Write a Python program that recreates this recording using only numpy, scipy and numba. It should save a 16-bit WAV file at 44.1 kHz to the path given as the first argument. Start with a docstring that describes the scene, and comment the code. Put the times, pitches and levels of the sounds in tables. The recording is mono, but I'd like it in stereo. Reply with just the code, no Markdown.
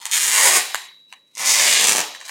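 """Protective film is peeled off the back of a tablet in two pulls, close to the microphone in a bare room.
The glue parts by stick-slip: rapid slips, with fine crackle between them, ring three resonances of the taut sheet.
Lone snaps ring the same sheet, knocks ring the case, and creases in the loose film rustle as coloured clicks.
The released film slaps once, as a swing of air pressure. Decaying noise makes the echoes of the room, and slowly
decaying sine modes make a faint ring of metal; steady coloured noise lies beneath."""
import sys
import numpy as np
from scipy import signal
from scipy.fft import rfft, irfft
from scipy.io import wavfile
from scipy.ndimage import uniform_filter1d
from numba import njit

SR = 44100
rng = np.random.default_rng(int(sys.argv[2]) if len(sys.argv) > 2 else 0)


def log_audio(samples):
    """Write samples as a 16-bit WAV file to the path given in sys.argv[1]."""
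    # one column per channel
    frames = np.atleast_2d(samples).T
    # limit to full scale, then quantise
    limited = np.clip(frames, -1, 1)
    pcm = np.round(limited * 32767).astype(np.int16)
    wavfile.write(sys.argv[1], SR, pcm)


N = 101429  # length in samples

# Steady background noise. Each row: frequency in Hz, relative level in dB.
FLOOR_COLOUR = [(30, -26.5), (130, 0.5), (550, 3.5), (1000, -7.5), (16000, -34)]
# Decay of the room. Each row: frequency in Hz, time to fall by 60 dB in seconds.
ROOM_T60 = [(150, .3), (600, 0.61), (2000, 0.5339), (4000, 0.72), (8000, 0.3537), (14000, 0.63)]
# Modes of the ringing metal. Each row: frequency in Hz, relative level in dB, time to fall by 60 dB in seconds.
METAL_MODES = [(2150, -6, 1), (3793, -7, 2.1), (3899, 0, 2.5), (3925, 2, .9)]
# Loose film rustling between the fingers. Each row: time in seconds, level in dB.
RUSTLE_LEVEL = [(0, -33.5), (.045, -44), (.1, -37), (.8, -41), (.93, -59.5), (1.06, -68.5), (1.11, -49),
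                (1.2, -71.5), (1.34, -55), (1.39, -33), (2.06, -45), (2.19, -50.5), (2.3, -35.5)]
# Spectrum of the rustle. Each row: frequency in Hz, relative level in dB.
RUSTLE_COLOUR = [(100, -34.5), (500, -24.5), (950, 0.5), (1500, -4), (8000, -6), (16000, -15.5)]
# Resonances of the case. Each row: frequency in Hz, width in Hz, level in dB.
CASE_MODES = [(1040, 230, -3), (1820, 580, -3), (2746, 330, -14), (6300, 3800, -12.5)]
# Knocks on the case. Each row: time in seconds, level in dB.
KNOCKS = [(.0552, -5.5), (.7458, 4), (1.1264, -11), (2.149, -11), (2.213, -11.5), (2.2945, -6)]
# Single snaps of the film as a pull starts, as it breaks into jerks and as it is handled.
# Each row: time in seconds, crisp level in dB, flap level in dB.
SNAPS = [(.055, 2, -37.5), (.114, 2, -22), (.119, -0.5, -19), (.7458, -0.5, -12), (1.3525, -12.5, -50),
         (1.3715, -10.5, -13), (1.3795, -6, -36), (1.797, 5, -3), (1.8116, 7, -0.5), (1.8318, 0.5, -0.5),
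         (1.842, 8.5, -8), (1.8468, -2, 1.5), (1.8712, 9, -3), (1.8844, 8.5, 0.5), (1.8936, 10, 0.5),
         (1.9092, -8, -6), (1.9136, 0.5, 2.5), (1.9214, 7.5, 0), (1.9503, -1, 4), (1.9603, 4, -8),
         (1.9681, 4, -2), (1.9821, 4.5, 4), (1.9918, 0, 0.5), (2.004, 4, 0.5), (2.2038, -16.5, -30),
         (2.254, -15, -35)]
# The sheet's resonances, which move with its tension and free length.
# Each row: time in seconds, crisp frequency in Hz, body frequency in Hz, flap frequency in Hz.
SHEET_HZ = [(.12, 7500, 2600, 1213), (.46, 8300, 2070, 760), (1.37, 6610, 2600, 1156),
            (1.5, 6400, 2330, 960), (1.6, 6870, 2300, 790), (1.7, 7940, 2940, 754), (1.95, 6800, 2920, 864)]
# The two pulls. Each row: time in seconds, slips per second, crisp, body and flap levels in dB.
FIRST_PULL = [(.122, 197.6, -23, -27, -39), (.16, 230, -17.5, -26, -30.5), (.2, 145, -24, -30, -39),
              (.255, 176, -22.5, -31.5, -36), (.34, 188, -20.5, -26, -32), (.39, 252, -18.5, -22.5, -29.5),
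              (.464, 378, -16, -20, -24.5), (.51, 224, -20.5, -23, -28.5), (.57, 279, -17.5, -22.5, -25),
              (.615, 172, -39, -32.5, -42)]
SECOND_PULL = [(1.375, 500, -41, -45, -46), (1.405, 599, -29.5, -34.5, -33.5),
               (1.446, 503.4, -28.5, -29, -31), (1.453, 277.2, -19.5, -29, -30),
               (1.53, 261.3, -19, -27.5, -34), (1.59, 259.3, -20.5, -22.5, -31.5),
               (1.65, 231, -21.5, -23.5, -31.5), (1.76, 240.3, -20.5, -19, -32),
               (1.81, 299.5, -25.5, -23.5, -35.5), (1.925, 299.6, -24, -31, -30.5),
               (1.948, 298.4, -31, -53, -31.5), (2.045, 200.6, -49, -37, -38.5)]
# Response of the microphone. Each row: frequency in Hz, gain in dB.
MIC_RESPONSE = [(30, -36), (160, 4), (400, -1), (1400, -4.5), (1950, 0), (5000, -1), (9000, -1),
                (10800, -2), (16000, -3)]

FLOOR_DB, METAL_DB, TAIL_DB = -70.5, -60.5, -3.5
DESK_DB, DESK_DECAY_S = -2.5, 0.0027
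WALL_DB, WALL_DELAY_S, WALL_DECAY_S = -2, .008, 0.0061
CASE_LOW_HZ = 750  # knocks are thinned below this
SLAP_S, SLAP_HZ, SLAP_DB = .746, 1265, -0.5
CRISP_WIDTH_HZ, BODY_WIDTH_HZ, FLAP_WIDTH_HZ = 3500, 1350, 555
BEND_MS = 0.593  # travel time of a 1 kHz bending wave across the film
SNAP_BODY_DB = -3.5
SLIP_JITTER, SLIP_SCATTER_DB, TIMBRE_SCATTER_DB = .38, 1, 1.5
CRACKLE_PER_S, CRACKLE_JITTER, CRACKLE_DB, CRACKLE_SCATTER_DB = 2200, 0.95, -9, 4
HUSH_DB, HUSH_FROM_HZ, HUSH_DEPTH_DB = -68, 650, -11
CEILING = .88  # amplitude that the rounded peaks approach
TOP_HZ = 15900


def undb(db):
    """Amplitude ratio: twenty decibels are a factor of ten."""
    return 10 ** (np.asarray(db) / 20)


def unit(x):
    """Normalisation to a root-mean-square of 1."""
    return x / np.sqrt(np.mean(x ** 2))


def curve(table, axis):
    """Linear interpolation of one column of a table over time."""
    rows = np.array(table)
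    return np.interp(np.arange(N) / SR, rows[:, 0], rows[:, axis])


def at_pitch(points, hz):
    """Interpolation of (Hz, value) points on a logarithmic frequency axis."""
    rows = np.array(points)
    return np.interp(np.log(np.maximum(hz, 1)), np.log(rows[:, 0]), rows[:, 1])


def colour(x, points, size=4096):
    """Minimum-phase filtering: folding the cepstrum makes a (Hz, dB) response causal."""
    hz = np.arange(size // 2 + 1) * SR / size
    cepstrum = irfft(np.log(undb(at_pitch(points, hz))))
    cepstrum[1:size // 2] *= 2
    cepstrum[size // 2 + 1:] = 0
    impulse_response = irfft(np.exp(rfft(cepstrum)))
    return signal.fftconvolve(x, impulse_response)[:len(x)]


@njit
def moving_bandpass(x, g, k):
    """State-variable band-pass: two integrators in a loop, with tuning g and damping k at each sample."""
    y, band, low = np.empty(len(x)), 0., 0.
    for i in range(len(x)):
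        v = (band + g[i] * (x[i] + 1e-18 - low)) / (1 + g[i] * (g[i] + k[i]))
        band = 2 * v - band
        low = low + 2 * g[i] * v
        y[i] = k[i] * v
    return y


def resonance(x, hz, width_hz):
    """Damped resonance, scaled so that a click keeps its energy."""
    g = np.tan(np.pi * hz / SR) * np.ones(N)
    k = width_hz / hz * np.ones(N)
    return moving_bandpass(x, g, k) * np.sqrt((1 + g * (g + k)) / (g * k))


def clicks(rate, jitter, scatter_db, count=7000):
    """Point process: log-normal gaps at a moving rate per second, with rms near 1."""
    gap, size = rng.standard_normal((count, 2)).T
    due = np.cumsum(np.exp(jitter * gap - jitter ** 2 / 2))
    elapsed = np.cumsum(rate * np.ones(N)) / SR  # clicks expected so far
    at = np.searchsorted(elapsed, due)
    heights = unit(undb(scatter_db * np.clip(size, -2, 2)))
    return np.bincount(at, heights, N + 1)[:N] * np.sqrt(SR / rate)


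def blows(table, axis):
    """Impulsive excitation: one click a row, at the level in the given column."""
    rows = np.array(table)
    return np.bincount((rows[:, 0] * SR).astype(int), undb(rows[:, axis]), N)[:N]


def background():
    """Stationary noise with a fixed spectrum."""
    return undb(FLOOR_DB) * unit(colour(rng.standard_normal(N), FLOOR_COLOUR))


def metal(x):
    """Sympathetic resonance: close modes store the energy of the sound and ring on, beating."""
    t = np.arange(N) / SR
    out = 0
    for hz, db, t60 in METAL_MODES:
        energy_kept = np.exp(-2 * np.log(1000) / (t60 * SR))  # per sample
        stored = signal.lfilter([1], [1, -energy_kept], x ** 2)
        tone = np.sin(2 * np.pi * (hz * t + rng.random()))
        out = out + undb(METAL_DB + db) * np.sqrt(stored) * tone
    return out


def noise_burst(envelope):
    """Diffuse reflection: noise under a decay, brought to an expected energy of 1."""
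    return rng.standard_normal(len(envelope)) * envelope / np.sqrt(np.sum(envelope ** 2))


def reflections(x, count=14, size=4096):
    """Early reflection from desk and walls, in a pattern that shifts as the hands move."""
    t = np.arange(size) / SR
    position = np.linspace(0, count - 1, N)
    out = 0
    for k in range(count):
        desk = noise_burst(np.exp(-t / DESK_DECAY_S) * (t > .0003))
        walls = noise_burst(np.exp(-t / WALL_DECAY_S) * (t > WALL_DELAY_S))
        echoes = undb(DESK_DB) * desk + undb(WALL_DB) * walls
        # neighbouring patterns crossfade at equal power
        here = np.sqrt(np.maximum(1 - np.abs(position - k), 0))
        out = out + signal.oaconvolve(x * here, echoes)[:N]
    return out


def reverberation(x):
    """Reverberant decay: overlapping bands of noise die away exponentially, each at its own rate."""
    t = np.arange(N) / SR
    noise, hz = rfft(rng.standard_normal(N)), np.arange(N // 2 + 1) * SR / N
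    tail = 0
    for centre, t60 in ROOM_T60:
        band = at_pitch([(f, float(f == centre)) for f, _ in ROOM_T60], hz)
        decay = np.exp(-np.log(1000) * t / t60) * (t > WALL_DELAY_S)
        tail = tail + irfft(noise * band, N) * decay
    return signal.fftconvolve(x, undb(TAIL_DB) * tail / np.sqrt(np.sum(tail ** 2)))[:N]


def room(x):
    """Superposition of direct sound, early reflections, reverberation and sympathetic metal."""
    return x + reflections(x) + reverberation(x) + metal(x)


def rustle():
    """Crumpling: tiny creases in the loose film click at random with either sign."""
    grains = clicks(rate=1500, jitter=1.0, scatter_db=7.0) * rng.choice([-1, 1], N)
    return unit(colour(grains, RUSTLE_COLOUR)) * undb(curve(RUSTLE_LEVEL, axis=1))


def knocks():
    """Impact excitation: film and fingertips strike the case and ring its modes."""
    high_pass = signal.butter(3, CASE_LOW_HZ, "high", fs=SR, output="sos")
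    hits = signal.sosfilt(high_pass, blows(KNOCKS, axis=1))
    return sum(undb(db) * resonance(hits, hz, width) for hz, width, db in CASE_MODES)


def slap():
    """Pressure pulse: the released film whips flat, one swing of air aimed at the microphone."""
    swing = 2 * np.pi * SLAP_HZ * (np.arange(N) / SR - SLAP_S)
    push = undb(SLAP_DB) * np.sin(swing) * np.exp(-(swing / np.pi) ** 2)
    return signal.sosfilt(signal.butter(2, SLAP_HZ / 2, "high", fs=SR, output="sos"), push)


def sheet(crisp, body, flap):
    """Resonance and dispersion: crisp edge, taut body and slack flap ring; bending waves bring treble out first."""
    edge_ring = resonance(crisp, curve(SHEET_HZ, axis=1), CRISP_WIDTH_HZ)
    body_ring = resonance(body, curve(SHEET_HZ, axis=2), BODY_WIDTH_HZ)
    flap_ring = resonance(flap, curve(SHEET_HZ, axis=3), FLAP_WIDTH_HZ)
    ringing = edge_ring - body_ring + flap_ring
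    # delay falls as one over the root of frequency
    root_khz = np.sqrt(np.arange(N + 1) * SR / (2 * N) / 1000)
    dispersion = np.exp(-2j * np.pi * 2 * BEND_MS * root_khz)
    return irfft(rfft(ringing, 2 * N) * dispersion)[:N]


def snaps():
    """Sudden release: lone slips and buckles ring the sheet, the body's share drawn from edge and flap."""
    crisp, flap = blows(SNAPS, axis=1), blows(SNAPS, axis=2)
    body = undb(SNAP_BODY_DB) * np.cbrt(crisp ** 2 * flap)
    return sheet(crisp, body, flap)


def scattered(drive, db):
    """Random timbre: the level of a resonance's drive varies from slip to slip."""
    return drive * undb(db + TIMBRE_SCATTER_DB * rng.standard_normal(N))


def pull(table):
    """Stick-slip: jerks and the fine crackle of parting glue drive the sheet."""
    t = np.arange(N) / SR
    slips = clicks(curve(table, axis=1), SLIP_JITTER, SLIP_SCATTER_DB)
    crackle = clicks(CRACKLE_PER_S, CRACKLE_JITTER, CRACKLE_SCATTER_DB) * rng.choice([-1, 1], N)
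    pulling = (t > table[0][0]) * (t < table[-1][0])
    drive = (slips + undb(CRACKLE_DB) * crackle) * pulling
    crisp = scattered(drive, curve(table, axis=2))
    body = scattered(drive, curve(table, axis=3))
    flap = scattered(drive, curve(table, axis=4))
    return sheet(crisp, body, flap)


def scene():
    """Superposition of the pulls, the handling and the background, alike in both channels."""
    peel = pull(FIRST_PULL) + pull(SECOND_PULL)
    handling = snaps() + knocks() + rustle()
    heard = room(peel + handling) + slap() + background()
    return np.array([heard, heard])


def suppress(x, size=512):
    """Spectral noise suppression: above the bass, bands near or under a power threshold are turned down."""
    hz, _, bins = signal.stft(x, SR, nperseg=size)
    power = uniform_filter1d(np.abs(bins) ** 2, size=5, axis=0)  # smoothed over frequency
    power = uniform_filter1d(power, size=3, axis=1)  # and over time
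    threshold = undb(HUSH_DB) ** 2 * (hz[:, None] > HUSH_FROM_HZ)
    gain = 1 - threshold / (np.abs(power) + threshold + 1e-18)
    gain = np.maximum(gain, undb(HUSH_DEPTH_DB))
    return signal.istft(bins * gain, SR, nperseg=size)[1][:N]


def record(dry):
    """Transduction: the recorder thins the bass, hushes faint noise, rounds the peaks and cuts the top."""
    # the microphone inverts the polarity
    x = np.array([suppress(colour(-channel, MIC_RESPONSE)) for channel in dry])
    x = x / (1 + (x / CEILING) ** 4) ** .25
    low_pass = signal.ellip(10, .2, 80, TOP_HZ, fs=SR, output="sos")
    return signal.sosfilt(low_pass, x)


dry = scene()
out = record(dry)
log_audio(out)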